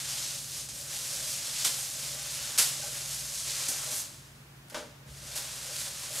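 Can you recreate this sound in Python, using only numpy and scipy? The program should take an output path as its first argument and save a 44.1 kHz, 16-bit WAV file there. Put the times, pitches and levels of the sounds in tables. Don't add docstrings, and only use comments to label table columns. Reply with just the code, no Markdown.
import sys
import numpy as np
from scipy import signal
from scipy.fft import rfft, irfft, next_fast_len
from scipy.io import wavfile
from scipy.ndimage import uniform_filter1d

SR = 44100
rng = np.random.default_rng(int(sys.argv[2]) if len(sys.argv) > 2 else 0)


def volts_from_decibels(level):
    exponent = np.asarray(level, float) / 20
    return 10 ** exponent


def master(y):
    cut = np.clip(np.atleast_2d(y).T, -1, 1)
    pcm = np.round(cut * 32767)
    wavfile.write(sys.argv[1], SR, pcm.astype(np.int16))


N = 273420


def evened(x):
    return x / np.sqrt(np.mean(x ** 2) + 1e-20)


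def read(points, hz):
    f, value = np.transpose(points)
    return np.interp(np.log(hz + 1), np.log(f + 1), value)


def coloured(x, gain):
    size = next_fast_len(N)
    hz = np.fft.rfftfreq(size, 1 / SR)
    return irfft(rfft(x, size) * gain(hz), size)[..., :N]


def resonate(x, hz, width_hz):
    turn = np.exp(2j * np.pi * hz * np.arange(N) / SR)
    r = np.exp(-np.pi * width_hz / SR)
    return 2 * (turn * signal.lfilter([1 - r], [1, -r], x / turn)).real


def spikes(times, sizes):
    x = np.zeros(N)
    np.add.at(x, np.round(np.asarray(times) * SR).astype(int), sizes)
    return x


def swell(t, middle, length):
    return np.cos(np.pi * np.clip((t - middle) / length, -.5, .5)) ** 2


def bursts(train, length, count):
    shapes = rng.standard_normal((count, length)) * signal.windows.hann(length)
    which = rng.integers(0, count, N)
    out = np.zeros(N)
    for k, shape in enumerate(shapes):
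        out += signal.oaconvolve(train * (which == k), shape / np.linalg.norm(shape))[:N]
    return out


def ringing(x, modes, rise_s=0.0023):
    t = np.arange(SR // 3) / SR
    tones = np.zeros(len(t))
    for k, (hz, db, t60) in enumerate(modes):
        tones += (-1) ** k * volts_from_decibels(db - 60 * t / t60) * np.sin(2 * np.pi * hz * t)
    return signal.fftconvolve(x, tones * (1 - np.exp(-t / rise_s)))[:N]


# pitch_hz, width_hz, level_db, wavering_share
HUM = [(58, 3, -68.5, 1.1), (93.3, 7, -71, 0.89), (120, 9, -62, 0.37), (138.2, 8.1, -57.5, 0.5),
       (238, 3.3, -76, 0.12)]


def hum():
    t, out = np.arange(N) / SR, 0
    for hz, width, db, waver in HUM:
        edge = evened(resonate(resonate(rng.standard_normal(N), hz, width), hz, width))
        core = np.sqrt(2) * np.sin(2 * np.pi * (hz * t + rng.random()))
        out += volts_from_decibels(db) * (core + waver * edge)
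    return out


# pitch_hz, level_db (per Hz)
AIR = [(20, -29), (35, -13.5), (60, -5), (80, -5.5), (150, -3), (260, -8.5), (450, -14), (1500, -14),
       (2500, -16.5), (8000, -27), (12000, -26.5), (15700, -30)]
# pitch_hz, likeness (-1 to 1)
AIR_SAME = [(60, 0.99), (130, 1.0), (290, 0.93), (640, 0.18), (1410, 0.16), (3100, -0.35), (6820, 0.044),
            (15000, 0.77)]


def air(level_db=-54.5):
    a, b = rng.standard_normal((2, N))

    def same(hz):
        return np.clip(read(AIR_SAME, hz), -1, 1)

    mid = coloured(a, lambda hz: np.sqrt((1 + same(hz)) / 2))
    side = coloured(b, lambda hz: np.sqrt((1 - same(hz)) / 2))
    both = np.array([mid + side, mid - side])
    return volts_from_decibels(level_db) * evened(coloured(both, lambda hz: volts_from_decibels(read(AIR, hz))))


# start_s, level_db
THUDS = [
    (1.15, -45),
    (2.4, -44),
    (5.085, -37),
    (5.2, -43),
    (5.9, -60),
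]


def bench():
    t = np.arange(SR // 3) / SR
    bump = np.sin(2 * np.pi * 61 * t) * np.minimum(t / 0.026, 1) * volts_from_decibels(-60 * t / 0.37)
    s, db = np.transpose(THUDS)
    return signal.fftconvolve(spikes(s, volts_from_decibels(db - 4)), bump)[:N]


# pitch_hz, t60_s
ROOM = [(250, 0.42), (800, 0.64), (2000, 0.55), (4000, 0.74), (12000, 0.47)]


def room():
    taps = np.zeros(SR // 2)
    at = np.arange(200, SR // 2 - 10, 10)
    taps[at + rng.integers(0, 10, len(at))] = rng.choice([-1., 1.], len(at))
    hz, t, z = signal.stft(taps, SR, nperseg=128)
    decay = volts_from_decibels(-60 * t / read(ROOM, hz)[:, None])
    out = signal.istft(z * decay, SR, nperseg=128)[1]
    return out / np.linalg.norm(out)


def near():
    echo = rng.standard_normal(400) * volts_from_decibels(-np.arange(400) / 18.0)
    return echo / np.linalg.norm(echo)


def shifting(x, echo, per_s):
    turn = 2 * np.pi * per_s * np.arange(N) / SR
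    out = np.zeros(N)
    for k in range(3):
        feed = x * np.sqrt(2 / 3) * np.cos(turn + k * np.pi / 3)
        out += signal.fftconvolve(feed, echo())[:N]
    return out


# pitch_hz, side_minus_mid_db
SPREAD = [(100, -28), (300, -15), (600, -16), (1200, -13), (2000, -14.5), (4000, -16), (6500, -18),
          (8200, -14), (9800, -9), (11500, -5.5), (13000, -5.5), (15500, -10)]
# pitch_hz, left_minus_right_db
LEAN = [(150, 0), (450, .6), (1500, 1), (5500, .4), (9000, -.5), (12000, -2.5), (15000, -3)]


def in_stereo(close):
    mid = volts_from_decibels(-1.5) * close + volts_from_decibels(-10) * shifting(close, room, 3.1)
    loose = .75 * shifting(close, near, 7.3) + .6 * shifting(close, room, 3.7)
    side = coloured(loose, lambda hz: volts_from_decibels(read(SPREAD, hz)))
    side += coloured(mid, lambda hz: np.tanh(read(LEAN, hz) * np.log(10) / 40))
    return np.array([mid + side, mid - side])


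# start_s, shell_db, caps_db (end caps re shell)
BLOWS = [(1.648, -58, 5), (1.781, -47, -17), (2.58, -66, -1), (2.822, -53, -8), (3.595, -47, -14),
         (3.685, -51.5, 6), (3.92, -48.5, -2.5), (4.716, -44, -7), (4.7435, -32, -15), (4.767, -31.5, -8),
         (4.803, -40, -13), (4.823, -38.5, -9.5), (5.22, -49, -19), (5.359, -43, -20), (5.817, -59, -8)]
# start_s, level_db
TAPS_820 = [(1.781, -46), (2.832, -40), (2.845, -45), (3.685, -48), (3.93, -47), (5.36, -50)]
TAPS_1500 = [(1.648, -44), (2.439, -44), (2.58, -44), (2.822, -38), (3.685, -45)]
# pitch_hz, level_db, t60_s
CAN_LOW = [(486.6, -10.5, 0.25), (518, -7.5, 0.14), (575.8, -4.5, 0.26), (617, -3, 0.15), (703, -22, 0.19),
           (946, -3, 0.044), (1334, -13, 0.046), (1420, -23, 0.055), (2060, -15, 0.057)]
CAN_HIGH = [(820, 0, .1), (1515, 0, .08)]
CAPS = [(244, -0.5, 0.15), (320, -4.5, 0.19), (447, -4.5, 0.24)]


def can(drive, ring):
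    cloth_damping = .62
    shell = [(hz, db, cloth_damping * t60) for hz, db, t60 in CAN_LOW]
    s, db, caps_db = np.transpose(BLOWS)
    struck = ringing(spikes(s, volts_from_decibels(db + caps_db)), CAPS)
    struck += ringing(spikes(s, volts_from_decibels(db)), shell)
    struck += ringing(spikes(s, volts_from_decibels(db - 10)), CAN_HIGH)
    for taps, mode in zip((TAPS_820, TAPS_1500), CAN_HIGH):
        s, db = np.transpose(taps)
        struck += ringing(spikes(s, volts_from_decibels(db)), [mode])
    pressed = [(hz, db, .5 * t60) for hz, db, t60 in CAN_LOW[:5]]
    rubbed = ringing(drive, pressed) + volts_from_decibels(-11.5) * ringing(drive, CAN_HIGH)
    return struck + volts_from_decibels(-5.0) * ring * evened(rubbed)


# time_s, rubbing_db, weight_db (leaning on the can)
HAND = [(0.0, -43, 4), (.45, -42.5, -1.5), (.68, -50.5, -1), (.87, -44, -0.5), (.95, -39.5, 0),
        (1.6, -40.5, 2), (1.9, -40, -1.5), (2.15, -41.5, 1.5), (2.5, -40.5, 2.5), (3.25, -41, -1),
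        (3.5, -40.5, -0.5), (3.98, -39, 0), (4.11, -55, 3), (4.45, -70, 1), (5.04, -73, 6),
        (5.085, -58, 3.5), (5.34, -44, 3.5), (6.2, -44.5, 2.5)]
# middle_s, fizz_db, length_s, sheen_db (re fizz), rasp_db (re fizz)
SWEEPS = [(.17, -38, 0.55, -17, -7), (0.578, -41, 0.21, -9, -7), (.79, -47.5, 0.16, -2, -7.5),
          (0.934, -50, 0.14, -9, -3), (1.147, -43.5, .12, -8, -6.5), (1.315, -39, 0.21, -7, -13),
          (1.487, -40, 0.18, -22, -8), (1.6, -35, 0.14, -17, -7.5), (1.804, -47, 0.2, 3, -10),
          (2.066, -42.5, 0.23, -11, -5.5), (2.343, -41.5, .12, -10, -8), (2.445, -41.5, .1, -10, -6.5),
          (2.965, -47, 0.17, -4, -3), (3.137, -41.5, 0.14, -5, -5.5), (3.386, -38, .14, -18, -14),
          (3.488, -37, .09, -20, -6), (3.6, -39, 0.36, -20, -5.5), (3.78, -55, 0.59, -9, 1.5),
          (3.97, -40.5, 0.15, 1.5, -26), (5.674, -44, 0.049, -9, -7), (5.788, -40, 0.19, -5.5, -6),
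          (5.868, -43, .06, -8, -3.5), (6.038, -51.5, 0.19, -1, -1.5), (6.195, -41.5, 0.19, 2, -3)]
# middle_s, ring_db, length_s
RUBS = [(0.223, -57, 0.37), (.59, -54, 0.18), (0.827, -55, 0.27), (1.16, -48.5, .2), (1.303, -55, .15),
        (1.502, -55, .12), (1.707, -51, .2), (1.985, -48.5, .12), (2.14, -50, .2), (2.4, -53, 0.08),
        (2.633, -53, 0.13), (2.846, -48, 0.23), (3.144, -58, 0.11), (3.344, -57, 0.093),
        (3.498, -46.5, 0.095), (3.727, -48, 0.11), (3.91, -47.5, 0.19), (5.095, -55, 0.089),
        (5.366, -49, .2), (5.71, -47, 0.19), (5.885, -49, 0.081), (6.16, -46.5, 0.18)]
# start_s, fizz_db, rise_s, rasp_db (re fizz), sheen_db (re fizz)
CATCHES = [
    (0.686, -39.5, 0.0027, -11.5, -17),
    (1.6417, -25.5, .0075, -9, -6.5),
    (2.575, -22, 0.014, -8.5, -4),
    (3.682, -32, 0.0048, -28, -2),
    (4.698, -54, 0.0027, -2, -1),
    (4.722, -58.5, 0.0047, 2.5, -10),
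    (4.743, -43.5, 0.0023, 4, -17),
    (4.767, -46, 0.0055, -6, -16),
    (5.35, -37, 0.012, -6.5, -2.5),
]
RESTING_DB = [-14.5, -7.5, 0, -8, -15]
PER_WEIGHT = [1.36, 0.89, 0, -0.17, 0.63]


def pressure():
    t = np.arange(0, N + 16, 16) / SR
    s, rub_db, weight_db = np.transpose(HAND)
    leaning = np.c_[PER_WEIGHT] * np.interp(t, s, weight_db)
    power = volts_from_decibels(np.interp(t, s, rub_db) + np.c_[RESTING_DB] + leaning) ** 2
    for at, db, length, sheen_db, rasp_db in SWEEPS:
        drag_db = 2.6 * rasp_db
        levels = np.c_[[drag_db, rasp_db, 0, sheen_db]]
        power[:4] += volts_from_decibels(db + levels) ** 2 * swell(t, at, length)
    for at, db, length in RUBS:
        power[4] += volts_from_decibels(db) ** 2 * swell(t, at, length)
    for at, db, rise, rasp_db, sheen_db in CATCHES:
        since = np.maximum(t - at, 0)
        t60 = min(0.21 + 11.8 * rise, .33)
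        shape = np.minimum(since / rise, 1) * volts_from_decibels(-60 * np.maximum(since - rise, 0) / t60)
        levels = np.c_[[1.54 * rasp_db, 0.66 * rasp_db, 0, sheen_db]]
        power[:4] += (volts_from_decibels(db + levels) * shape) ** 2
    *gains, ring = (np.interp(np.arange(N) / SR, t, np.sqrt(p)) for p in power)
    return gains, ring


def slips(per_s=14000, spread_db=2.0, flutter_db=.6):
    size = volts_from_decibels(spread_db * np.minimum(rng.exponential(1, N), 5))
    wander = uniform_filter1d(rng.standard_normal(N), size=500)
    grip = evened(uniform_filter1d(wander, size=300))
    letting_go = rng.random(N) < per_s / SR
    return evened(bursts(size * letting_go * volts_from_decibels(flutter_db * grip), length=22, count=24))


# start_s, peak_db
SNAPS = [(1.648, -18), (1.678, -7), (1.808, -24), (1.832, -7), (2.5777, 2), (2.586, -11), (2.6054, -15),
         (2.6154, -13), (2.766, -18), (3.6244, -6), (3.6294, -9), (4.138, -22), (4.145, -17), (4.685, -23),
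         (4.699, -17), (4.704, -24), (5.3614, -36), (5.3714, -27), (5.3858, -24)]
# pitch_hz, level_db (per Hz)
FIZZ = [(150, -26), (300, -19), (700, -14), (1500, -8.5), (3000, -8), (5000, -4.5), (7000, -4), (8500, -6),
        (10000, -9), (11300, -8.5), (13000, -15), (14500, -18.5), (15700, -27)]


def under(hz, edge_hz):
    return 1 / (1 + (hz / edge_hz) ** 6)


def rag(drive, gains):
    ranges = (lambda hz: under(hz, 1950),
              lambda hz: under(hz, 4270) - under(hz, 2200),
              lambda hz: under(hz, 12850) - under(hz, 4100),
              lambda hz: 1 - under(hz, 8340))
    s, db = np.transpose(SNAPS)
    snaps = bursts(spikes(s, volts_from_decibels(db + 2)), length=26, count=9)
    out = coloured(snaps, lambda hz: volts_from_decibels(read(FIZZ, hz)))
    for gain, part in zip(gains, ranges):
        out += gain * evened(coloured(drive, lambda hz: volts_from_decibels(read(FIZZ, hz)) * part(hz)))
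    return out


def scene():
    drive = slips()
    gains, ring = pressure()
    close = rag(drive, gains) + can(drive, ring)
    return in_stereo(close) + hum() + bench() + air()


def top_cut(x):
    return signal.sosfilt(signal.butter(12, 15860, fs=SR, output="sos"), x)


def record(dry):
    edge_hz, slope_hz = 15720, 60
    limited = coloured(dry, lambda hz: np.clip((edge_hz - hz) / slope_hz + 1, 0, 1))
    return top_cut(limited)


dry = scene()
out = record(dry)
master(out)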